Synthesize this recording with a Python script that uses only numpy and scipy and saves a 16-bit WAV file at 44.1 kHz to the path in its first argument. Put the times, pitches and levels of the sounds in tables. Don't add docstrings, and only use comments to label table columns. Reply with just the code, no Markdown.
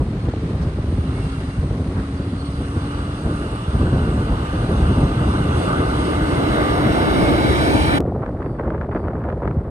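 import sys
import numpy as np
from scipy import signal
from scipy.fft import rfft, irfft, next_fast_len
from scipy.io import wavfile
from scipy.ndimage import uniform_filter1d, map_coordinates

SR = 44100
rng = np.random.default_rng(int(sys.argv[2]) if len(sys.argv) > 2 else 0)


def unload_wav(signal):
    wavfile.write(
        sys.argv[1],
        SR,
        np.round(np.clip(np.atleast_2d(signal).T, -1, 1) * 32767).astype(np.int16),
    )


N = 427769

CUT_S, CLICK_S = 7.986, 8.005

# (time [s], level [dB])
BREEZE = [(0, -23), (0.9, -24.5), (1.15, -21), (1.48, -27), (1.9, -25), (3.5, -25), (5.8, -21), (6.3, -22),
          (7.9, -21), (8.25, -26), (9.7, -26)]
# (start [s], length [s], level [dB])
GUSTS = [(0, 0.016, -15.5), (.39, 0.256, -25.5), (1.59, 0.15, -23), (1.72, 0.28, -23.5), (2.72, 0.1, -31),
         (3.23, 0.071, -20.5), (3.65, 0.56, -18.5), (4.26, 0.074, -19), (4.52, 0.056, -19),
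         (4.58, 0.52, -18.5), (5.08, 0.52, -22.5), (6.48, 0.037, -20.5), (6.85, 0.055, -18),
         (7.17, 0.16, -23.5), (9.46, 0.076, -23)]
GUST_RISE_SHARE, GUST_FALL_S = 0.27, 0.028
# (frequency [Hz], density [dB per Hz])
RUMBLE_SPECTRUM = [(15, -46), (28, -22.5), (45, -5), (65, 0.5), (100, -3), (150, -5), (220, -10),
                   (400, -16.5), (700, -28), (1200, -35), (3000, -82)]
# (time [s], peak level [dB], starting height above the end pitch [Hz], swell time [s])
THUMPS = [(0.104, -23, 420, 0.0074), (0.284, -20, 660, 0.005), (0.336, -17.5, 780, 0.0037),
          (0.364, -18, 550, 0.0066), (0.429, -17.5, 560, 0.0074), (0.468, -30, 800, 0.0054),
          (0.66, -14, 300, 0.012), (0.785, -17, 759, 0.0073), (0.84, -20.5, 606, 0.0051),
          (0.873, -13.5, 217, 0.011), (0.922, -11.5, 476, 0.012), (0.979, -11, 530, 0.014),
          (1.578, -10.5, 222, 0.014), (1.709, -21.5, 800, 0.0053), (2.76, -14, 597, 0.011),
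          (3.828, -16, 665, 0.0064), (8, -15.5, 850, 0.0035), (8.051, -15, 764, 0.005),
          (8.075, -18, 1040, 0.0061), (8.119, -21, 950, 0.0038), (8.16, -18.5, 900, 0.0057),
          (8.207, -23, 865, 0.0038), (8.235, -23, 1200, 0.0025), (8.291, -20.5, 990, 0.0019),
          (8.347, -24.5, 960, 0.0033), (8.399, -23, 1000, 0.0046), (8.46, -21, 953, 0.0061),
          (8.596, -20.5, 1090, 0.0044), (8.678, -21.5, 1274, 0.0034), (8.745, -25, 1280, 0.0033),
          (8.887, -22, 1290, 0.0033), (8.948, -16.5, 1016, 0.0075), (9.001, -20, 1000, 0.0039),
          (9.082, -18.5, 1050, 0.0036), (9.132, -21.5, 1100, 0.0025), (9.288, -21.5, 1200, 0.0049),
          (9.324, -20, 1010, 0.0055), (9.374, -22, 1000, 0.0034), (9.418, -21, 1080, 0.0051),
          (9.565, -10.5, 258, .012)]
# (start [s], length [s], flap level [dB], crackle level [dB])
FLURRIES = [(7.98, 0.2, -30.5, -52), (8.218, 0.048, -29, -37.5), (8.401, .03, -33, -39),
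            (8.57, 0.125, -28, -39), (8.687, 0.14, -29, -38), (8.906, 0.07, -27.5, -34),
            (8.996, 0.23, -33, -42), (9.221, 0.11, -31, -39), (9.418, 0.048, -25.5, -35.5)]
FLURRY_RISE_SHARE, FLURRY_FALL_S = 0.11, 0.02
# (frequency [Hz], density [dB per Hz])
FLAP_SPECTRUM = [(80, -32), (200, 0), (350, 2.5), (600, 0), (900, -13), (1400, -43), (2500, -52.5),
                 (5000, -86)]
# (frequency [Hz], density [dB per Hz])
CRACKLE_SPECTRUM = [(400, -42), (900, 13.5), (1300, 8), (2000, -3.5), (2800, -21), (4500, -42),
                    (9000, -52.5), (15000, -59)]
# (time [s], level [dB])
POPS = [(8.234, -29), (8.262, -18.5), (8.292, -33), (8.348, -41), (8.426, -20.5), (8.4604, -22.5),
        (8.5962, -19.5), (8.636, -31), (8.704, -18.5), (8.745, -32), (8.779, -26), (8.8126, -18.5),
        (8.9172, -24), (8.949, -22), (8.964, -26), (9.083, -20.5), (9.134, -30), (9.24, -26.5),
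        (9.288, -19.5), (9.301, -18), (9.325, -26), (9.4763, -14), (9.511, -21)]
# (frequency [Hz], density [dB per Hz])
POP_SPECTRUM = [(300, -20.5), (900, 9.5), (1500, 14), (2400, -7.5), (3500, -27.5), (5000, -34),
                (10000, -56)]
# (frequency [Hz], side over mid [dB])
CRACKLE_APART = [(1000, -5.5), (1500, -5.5), (2200, -4.5), (2900, 6), (4000, 3), (8000, 0)]

# (time [s], loudness [dB], treble hiss before trim [dB])
APPROACH = [(0.1, -54, -63.5), (0.16, -51, -64.5), (1.29, -44.5, -55.5), (1.82, -48, -60),
            (2.57, -43, -55.5), (2.92, -39.5, -55), (4.14, -38, -52.5), (4.51, -36.5, -54.5),
            (4.62, -36.5, -53), (5.86, -33, -48.5), (6.25, -32.5, -48.5), (6.85, -30.5, -48),
            (7.42, -29.5, -45), (7.9, -29, -43.5)]
CLOSE_DB = -29
# (level at the closest [dB], gain per dB of loudness [dB])
ROAR_LAW = (-19, 1.71)
RUSH_LAW = (-23.5, 1.26)
DRONE_LAW = (-27, 1)
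WHINE_LAW = (-38.5, 4.8)
# (frequency [Hz], density [dB per Hz])
ROAR_SPECTRUM = [(60, -29), (180, -9.5), (250, -0.5), (320, 2.5), (400, -1.5), (550, -5), (670, -3.5),
                 (850, -9), (1300, -28), (3000, -49.5)]
# (frequency [Hz], density [dB per Hz])
RUSH_FAR = [(400, -24), (800, -4), (1200, 4), (1500, 1), (1750, -10.5), (2100, -12.5), (2400, -16),
            (2850, -8.5), (3450, -13), (3800, -17.5), (4300, -18), (5000, -47), (8000, -58)]
RUSH_NEAR = [(400, -4.5), (800, 2.5), (1150, 0), (1500, 3), (1850, -2), (2150, -6), (2500, -8), (2700, -13),
             (3200, -7), (3750, -11), (4400, -17.5), (5000, -16), (6000, -28.5), (8000, -41.5),
             (15000, -34)]
# (frequency [Hz], density [dB per Hz])
HISS_SPECTRUM = [(2500, 1), (4200, 7), (5200, 0.5), (6000, 0.5), (7000, -4), (8600, 5), (10500, -1),
                 (12000, -28), (15000, -22)]
# (time [s], pitch [Hz])
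MOTOR_PITCH = [(0, 254.5), (1.25, 265.2), (2.7, 280.5), (3.3, 294.5), (4.5, 297.2), (8, 298.3)]
# (multiple of the pitch, level from afar [dB], level near by [dB])
HUM_PARTIALS = [(2, -6.5, -10), (3, -1.5, 1), (4, 1.5, 0.5), (5, -6, -2), (6, -25, -2), (8, -29, -15)]
# (start [s], length [s], level [dB])
DRONE_SWELLS = [(1.0, 0.38, -32), (1.75, 1.18, -31), (5.8, 1.54, -28)]
WHINE_HZ = 3962
# (centre afar [Hz], centre near by [Hz], noise rate [knots per s],
# level at the closest [dB], gain per dB of loudness [dB])
RUSH_BANDS = [(1230, 900, 110, -36.5, 1.05), (2069, 2370, 290, -33.5, 2.5), (2840, 2900, 200, -50, 1),
              (3620, 3900, 420, -42, 6)]
# (start [s], length [s], from [Hz], to [Hz], level [dB])
WHISTLES = [(1.14, 0.1, 2195, 2205, -50), (1.35, .22, 2210, 2225, -53), (1.0, .55, 2720, 2780, -56),
            (1.0, .45, 3930, 3980, -59), (2.15, 1.0, 4090, 4230, -62), (2.15, .13, 4605, 4630, -59.5)]
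AIR_DB = 0.45
# (frequency [Hz], lead of the left port [rad])
PHASE_FAR = [(500, -1), (900, -2), (1600, -2), (2200, -2), (2500, -7.5), (2850, -6), (3300, -2),
             (4200, -2.5), (5000, -7.5), (5500, -11.5), (6400, -6), (7100, -10.5), (10500, -14),
             (12500, -39.5), (15000, -8.5)]
PHASE_NEAR = [(100, 3.5), (300, 0.8), (1000, -2.5), (1950, -2.5), (2200, 0.7), (2450, 2.5), (2850, 7.5),
              (3200, 8.5), (3700, 11), (5000, 7.5), (6400, 7.5), (7100, 2), (8600, 1.24), (10500, 1),
              (12500, 13.5)]
# (frequency [Hz], correlation)
PORT_ALIKE = [(150, .45), (600, .6), (1300, .9), (2100, .7), (4000, .8), (9000, .85)]
# (frequency [Hz], left over right [dB])
PORT_TILT = [(400, 0), (700, 0), (1300, -1), (2400, -0.5), (4400, -6), (8000, 0)]

# (start [s], length [s], base pitch mid-peep [Hz], level [dB], third partial [dB])
PEEPS = [(0.2, .055, 1086, -47, -16), (1.288, .072, 1102, -44, -5), (2.386, 0.048, 1088, -39.5, -19),
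         (2.438, 0.055, 1090, -40, -9), (8.402, .19, 1184, -58.5, -14), (8.9, .18, 1188, -58, -16)]
# (multiple of the base pitch, level [dB])
PEEP_PARTIALS = [(4, -8), (5, -24), (8, -13)]
# (start [s], length [s], centre [Hz], level before graining [dB])
SPLASHES = [(.26, .035, 1300, -43), (.56, .09, 1450, -45), (0.614, 0.022, 4600, -50),
            (1.16, .05, 1500, -43), (1.951, 0.046, 1280, -36.5)]
# (frequency [Hz], density [dB per Hz])
CLOSE_WASH = [(200, -12), (700, -1), (1200, 4.5), (2000, 2), (2800, -4), (4200, -6), (5500, -14.5),
              (8500, -20), (10500, -43), (12000, -55)]
FAR_WASH = [(300, -5), (1200, 3.5), (2500, -11), (4500, -15), (7000, -27), (9000, -16), (12000, -40)]

MONO_TOP_HZ, MONO_HALVED_DB = 1014, -41
MONO_SLOPE, MONO_STEEPNESS = 1.8, 32
TOP_HZ = 15400


def buffeting(lump_db=2, steady=0.67, unrest_db=1, wind_db=0.9, apart=0.35):
    gust_power = swells(GUSTS, GUST_RISE_SHARE, GUST_FALL_S)
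    strength = np.sqrt(amp(curves(BREEZE)[0]) ** 2 + gust_power)
    lumpy_noise = rng.standard_normal((2, N)) * amp(lump_db * wobble(45))
    swirl = coloured(lumpy_noise, RUMBLE_SPECTRUM)
    own_swell = np.sqrt(np.abs(uniform_filter1d(swirl ** 2, size=4000)) + 1e-6)
    evened = unit(swirl / own_swell ** steady)
    mid, side = strength * amp(wind_db + unrest_db * wobble(15)) * evened
    return np.array([mid + apart * side, mid - apart * side])


def thumps(end_hz=65, fall_s=0.00568, ragged=0.221, puff_db=-16):
    body, puff = np.zeros(N), np.zeros(N)
    t = np.arange(SR // 8) / SR
    for start, db, drop_hz, swell_s in THUMPS:
        unrest = unit(uniform_filter1d(rng.standard_normal(len(t)), size=80))
        pitch = (end_hz + drop_hz * np.exp(-t / fall_s)) * np.exp(ragged * unrest)
        shape = (t / swell_s * np.exp(1 - t / swell_s)) ** 1.84
        add(body, start, -amp(db) * shape * np.sin(turning(pitch)))
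        add(puff, start, amp(db + puff_db) * shape * np.exp(-t / fall_s))
    return body + puff * coloured(rng.standard_normal(N), FLAP_SPECTRUM)


def flutter(calm=0.69, lull_flap_db=-34, lull_crackle_db=-47):
    def strength(events, lull_db):
        return np.sqrt(amp(lull_db) ** 2 + swells(events, FLURRY_RISE_SHARE, FLURRY_FALL_S))

    stream = calm + eddies(rate=105, life_s=0.0045)
    flap = coloured(rng.standard_normal(N) * stream, FLAP_SPECTRUM)
    grains = rng.standard_normal((2, N)) * stream * eddies(rate=600, life_s=0.001)
    crackle = split_ports(*coloured(grains, CRACKLE_SPECTRUM))
    flap_events = [(start, length, flap_db) for start, length, flap_db, _ in FLURRIES]
    crackle_events = [(start, length, crackle_db) for start, length, _, crackle_db in FLURRIES]
    flap = flap * strength(flap_events, lull_flap_db)
    crackle = crackle * strength(crackle_events, lull_crackle_db)
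    return (flap + crackle) * (1 - first_scene())


def pops(life_s=0.0021, rise_s=0.00045, pop_db=-3.5):
    envelope = np.zeros(N)
    t = np.arange(SR // 30) / SR
    for start, db in POPS:
        add(envelope, start, amp(db + pop_db) * np.exp(-t / life_s) * (1 - np.exp(-t / rise_s)))
    return split_ports(*(envelope * coloured(rng.standard_normal((2, N)), POP_SPECTRUM)))


def eddies(rate, life_s):
    fronts = (rng.random(N) < rate / SR) * (1.0 + rng.random(N))
    power = signal.lfilter([1], [1, -np.exp(-1 / (life_s * SR))], fronts ** 2)
    return unit(np.sqrt(np.abs(power)))


def split_ports(mid, side):
    side = filtered(side, lambda hz: amp(along(CRACKLE_APART, hz)))
    return np.array([mid + side, mid - side])


def motor(turn_from_s=5.82, turn_until_s=7.59, hiss_db=6):
    treble_db = curves(APPROACH)[1]
    near = np.interp(np.arange(N) / SR, [turn_from_s, turn_until_s], [0, 1])
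    air = AIR_DB * wobble(8.2)
    tones = motor_tones(near) + motor_bands() + whistles()
    sound = np.zeros((2, N))
    for share, rush, phase in (1 - near, RUSH_FAR, PHASE_FAR), (near, RUSH_NEAR, PHASE_NEAR):
        noise = amp(motor_level(ROAR_LAW) + air) * distant_noise(ROAR_SPECTRUM, patchy_db=2.5)
        noise += amp(motor_level(RUSH_LAW) + air) * distant_noise(rush, patchy_db=2.0)
        noise += amp(treble_db + hiss_db + 0.92 * wobble(8.9)) * distant_noise(HISS_SPECTRUM, patchy_db=2.0)
        sound += at_ports(np.sqrt(share) * noise + share * tones, phase)
    return sound * first_scene()


def motor_tones(near, hum_db=-6.5, waver=0.00361, fade_db=3, smear=0.72):
    pitch, = curves(MOTOR_PITCH)
    turn = turning(pitch * (1 + waver * wobble(25)))
    smooth = 1.23 * amp(1.2 * wobble(16)) * np.sin(turn + 0.97 * wobble(34))
    rough = narrow_noise(pitch, rate=69)
    drone_swell = swells(DRONE_SWELLS, rise_share=0.12, fall_s=0.45)
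    carried = np.sqrt(amp(motor_level(DRONE_LAW)) ** 2 + drone_swell)
    drone = carried * (np.sqrt(1 - near) * smooth + np.sqrt(near) * rough)
    hum = np.zeros(N)
    for multiple, far_db, near_db in HUM_PARTIALS:
        level_db = far_db + (near_db - far_db) * near + fade_db * wobble(9)
        hum += amp(level_db) * np.sin(multiple * turn + smear * wobble(70))
    whine_level = amp(motor_level(WHINE_LAW) + fade_db * wobble(5.1))
    whine = whine_level * np.sin(turning(WHINE_HZ + 22 * wobble(120)))
    return drone + amp(motor_level(RUSH_LAW) + hum_db) * hum + whine


def motor_bands(slide_from_s=6.5, slide_until_s=7.9):
    slide = np.interp(np.arange(N) / SR, [slide_from_s, slide_until_s], [0, 1])
    bands = np.zeros(N)
    for far_hz, near_hz, rate, db, growth in RUSH_BANDS:
        centre = far_hz + (near_hz - far_hz) * slide
        bands += amp(motor_level((db, growth))) * narrow_noise(centre, rate)
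    return bands


def whistles():
    sound = np.zeros(N)
    for start, length, from_hz, to_hz, db in WHISTLES:
        glide = curves([(start, from_hz), (start + length, to_hz)])[0]
        loudness = np.sqrt(swells([(start, length, db)], rise_share=0.13, fall_s=0.1))
        sound += loudness * narrow_noise(glide, rate=45)
    return sound


def motor_level(law):
    close_db, growth = law
    return close_db + growth * (curves(APPROACH)[0] - CLOSE_DB)


def distant_noise(spectrum, patchy_db):
    grid = signal.stft(rng.standard_normal((2, N)), nperseg=512)[2]
    patches = uniform_filter1d(rng.standard_normal(grid.shape[1:]), size=5, axis=0)
    patches = uniform_filter1d(patches, size=16, axis=1)
    pair = signal.istft(grid * amp(patchy_db * unit(patches)), nperseg=512)[1][:, :N]

    def mid_side(hz):
        angle = np.arccos(np.clip(along(PORT_ALIKE, hz), 0, 1)) / 2
        return amp(along(spectrum, hz)) * np.array([np.cos(angle), np.sin(angle)])

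    mid, side = filtered(pair, mid_side)
    return unit(np.array([mid + side, mid - side]))


def narrow_noise(hz, rate):
    turn = turning(hz)
    return unit(wobble(rate) * np.sin(turn) + wobble(rate) * np.cos(turn))


def at_ports(sound, phase):
    def both(hz):
        left = amp(along(PORT_TILT, hz) / 2) * np.exp(0.5j * along(phase, hz))
        return np.array([left, 1 / left])

    return filtered(sound, both)


def goslings(lead=2.2):
    droop, late_drop, quaver, shake_db = 0.07, 0.45, 0.003, 1.8
    track = np.zeros(N)
    for start, length, hz, db, third_db in PEEPS:
        u = np.linspace(-1, 1, int(length * SR))
        bend = droop * u ** 4 * (1 + late_drop * u)
        turn = turning(hz * (1 - bend + quaver * wobble(90)[:len(u)]))
        loudness = amp(db + shake_db * wobble(90)[:len(u)]) * np.sqrt(1 - u ** 2)
        partials = [(3, third_db)] + list(PEEP_PARTIALS)
        add(track, start, loudness * sum(amp(level) * np.sin(k * turn) for k, level in partials))
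    return at_ports(track, [(1000, lead)])


def splashes(octaves=0.39, rise_share=0.44, fall_s=0.02):
    track = np.zeros((2, N))
    for start, length, centre_hz, db in SPLASHES:
        band = lambda hz: np.exp(-0.5 * (np.log2((hz + 1) / centre_hz) / octaves) ** 2)
        hiss = unit(filtered(rng.standard_normal((2, N)), band))
        track += np.sqrt(swells([(start, length, db)], rise_share, fall_s)) * hiss
    return track * unit(amp(2.5 * wobble(300)))


def waves(close_db=-44, far_db=-56):
    def wash(spectrum):
        grains = rng.standard_normal((2, N)) * amp(1.4 * wobble(200))
        return amp(wobble(2.41)) * coloured(grains, spectrum)

    close = amp(close_db) * wash(CLOSE_WASH) * first_scene()
    return close + amp(far_db) * wash(FAR_WASH) * (1 - first_scene())


def splice(click_db=-17, life_s=0.00013):
    track, t = np.zeros(N), np.arange(SR // 100) / SR
    add(track, CLICK_S, amp(click_db) * np.exp(-t / life_s))
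    return track


def first_scene():
    return np.clip((CUT_S - np.arange(N) / SR) / 0.0055 + 0.5, 0, 1)


def swells(rows, rise_share, fall_s):
    power = np.zeros(N)
    for start, length, db in rows:
        t = np.arange(int((length + 6 * fall_s) * SR)) / SR
        rise = np.minimum(t / (rise_share * length), 1)
        fall = np.exp(-np.maximum(t - length, 0) / fall_s)
        add(power, start, (amp(db) * rise * fall) ** 2)
    return power


def amp(db):
    return 10 ** (np.asarray(db) / 20)


def unit(x):
    return x / np.sqrt(np.mean(x ** 2) + 1e-20)


def turning(hz):
    return 2 * np.pi * np.cumsum(hz) / SR


def along(points, hz):
    f, v = np.transpose(points)
    return np.interp(np.log(hz + 1), np.log(f + 1), v)


def curves(rows):
    times, *columns = np.transpose(rows)
    return [np.interp(np.arange(N) / SR, times, column) for column in columns]


def wobble(rate):
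    knots = rng.standard_normal(int(N * rate / SR) + 4)
    return map_coordinates(knots, [np.arange(N) * rate / SR])


def filtered(x, response):
    size = next_fast_len(N + SR // 2)
    return irfft(rfft(x, size) * response(np.fft.rfftfreq(size, 1 / SR)), size)[..., :N]


def coloured(x, spectrum):
    return unit(filtered(x, lambda hz: amp(along(spectrum, hz))))


def add(track, start, sound):
    part = track[max(round(start * SR), 0):][:len(sound)]
    part += sound[:len(part)]


def scene():
    wind = buffeting() + thumps() + flutter() + pops()
    return wind + motor() + goslings() + splashes() + waves() + splice()


def record(dry):
    mid, side = (dry[0] + dry[1]) / 2, (dry[0] - dry[1]) / 2
    hz, times, grid = signal.stft(side, SR, nperseg=2048)
    power = np.mean(filtered(dry, lambda f: f > 2000) ** 2, axis=0)
    treble = np.sqrt(np.abs(uniform_filter1d(power, size=4000)))
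    treble = np.interp(times, np.arange(N) / SR, treble)
    corner_hz = MONO_TOP_HZ / (1 + (treble / amp(MONO_HALVED_DB)) ** MONO_SLOPE)
    side_gain = 1 / np.sqrt(1 + (corner_hz / (hz[:, None] + 1)) ** MONO_STEEPNESS)
    side = signal.istft(grid * side_gain, SR, nperseg=2048)[1][:N]
    return filtered(np.array([mid + side, mid - side]), lambda f: f < TOP_HZ)


dry = scene()
out = record(dry)
unload_wav(out)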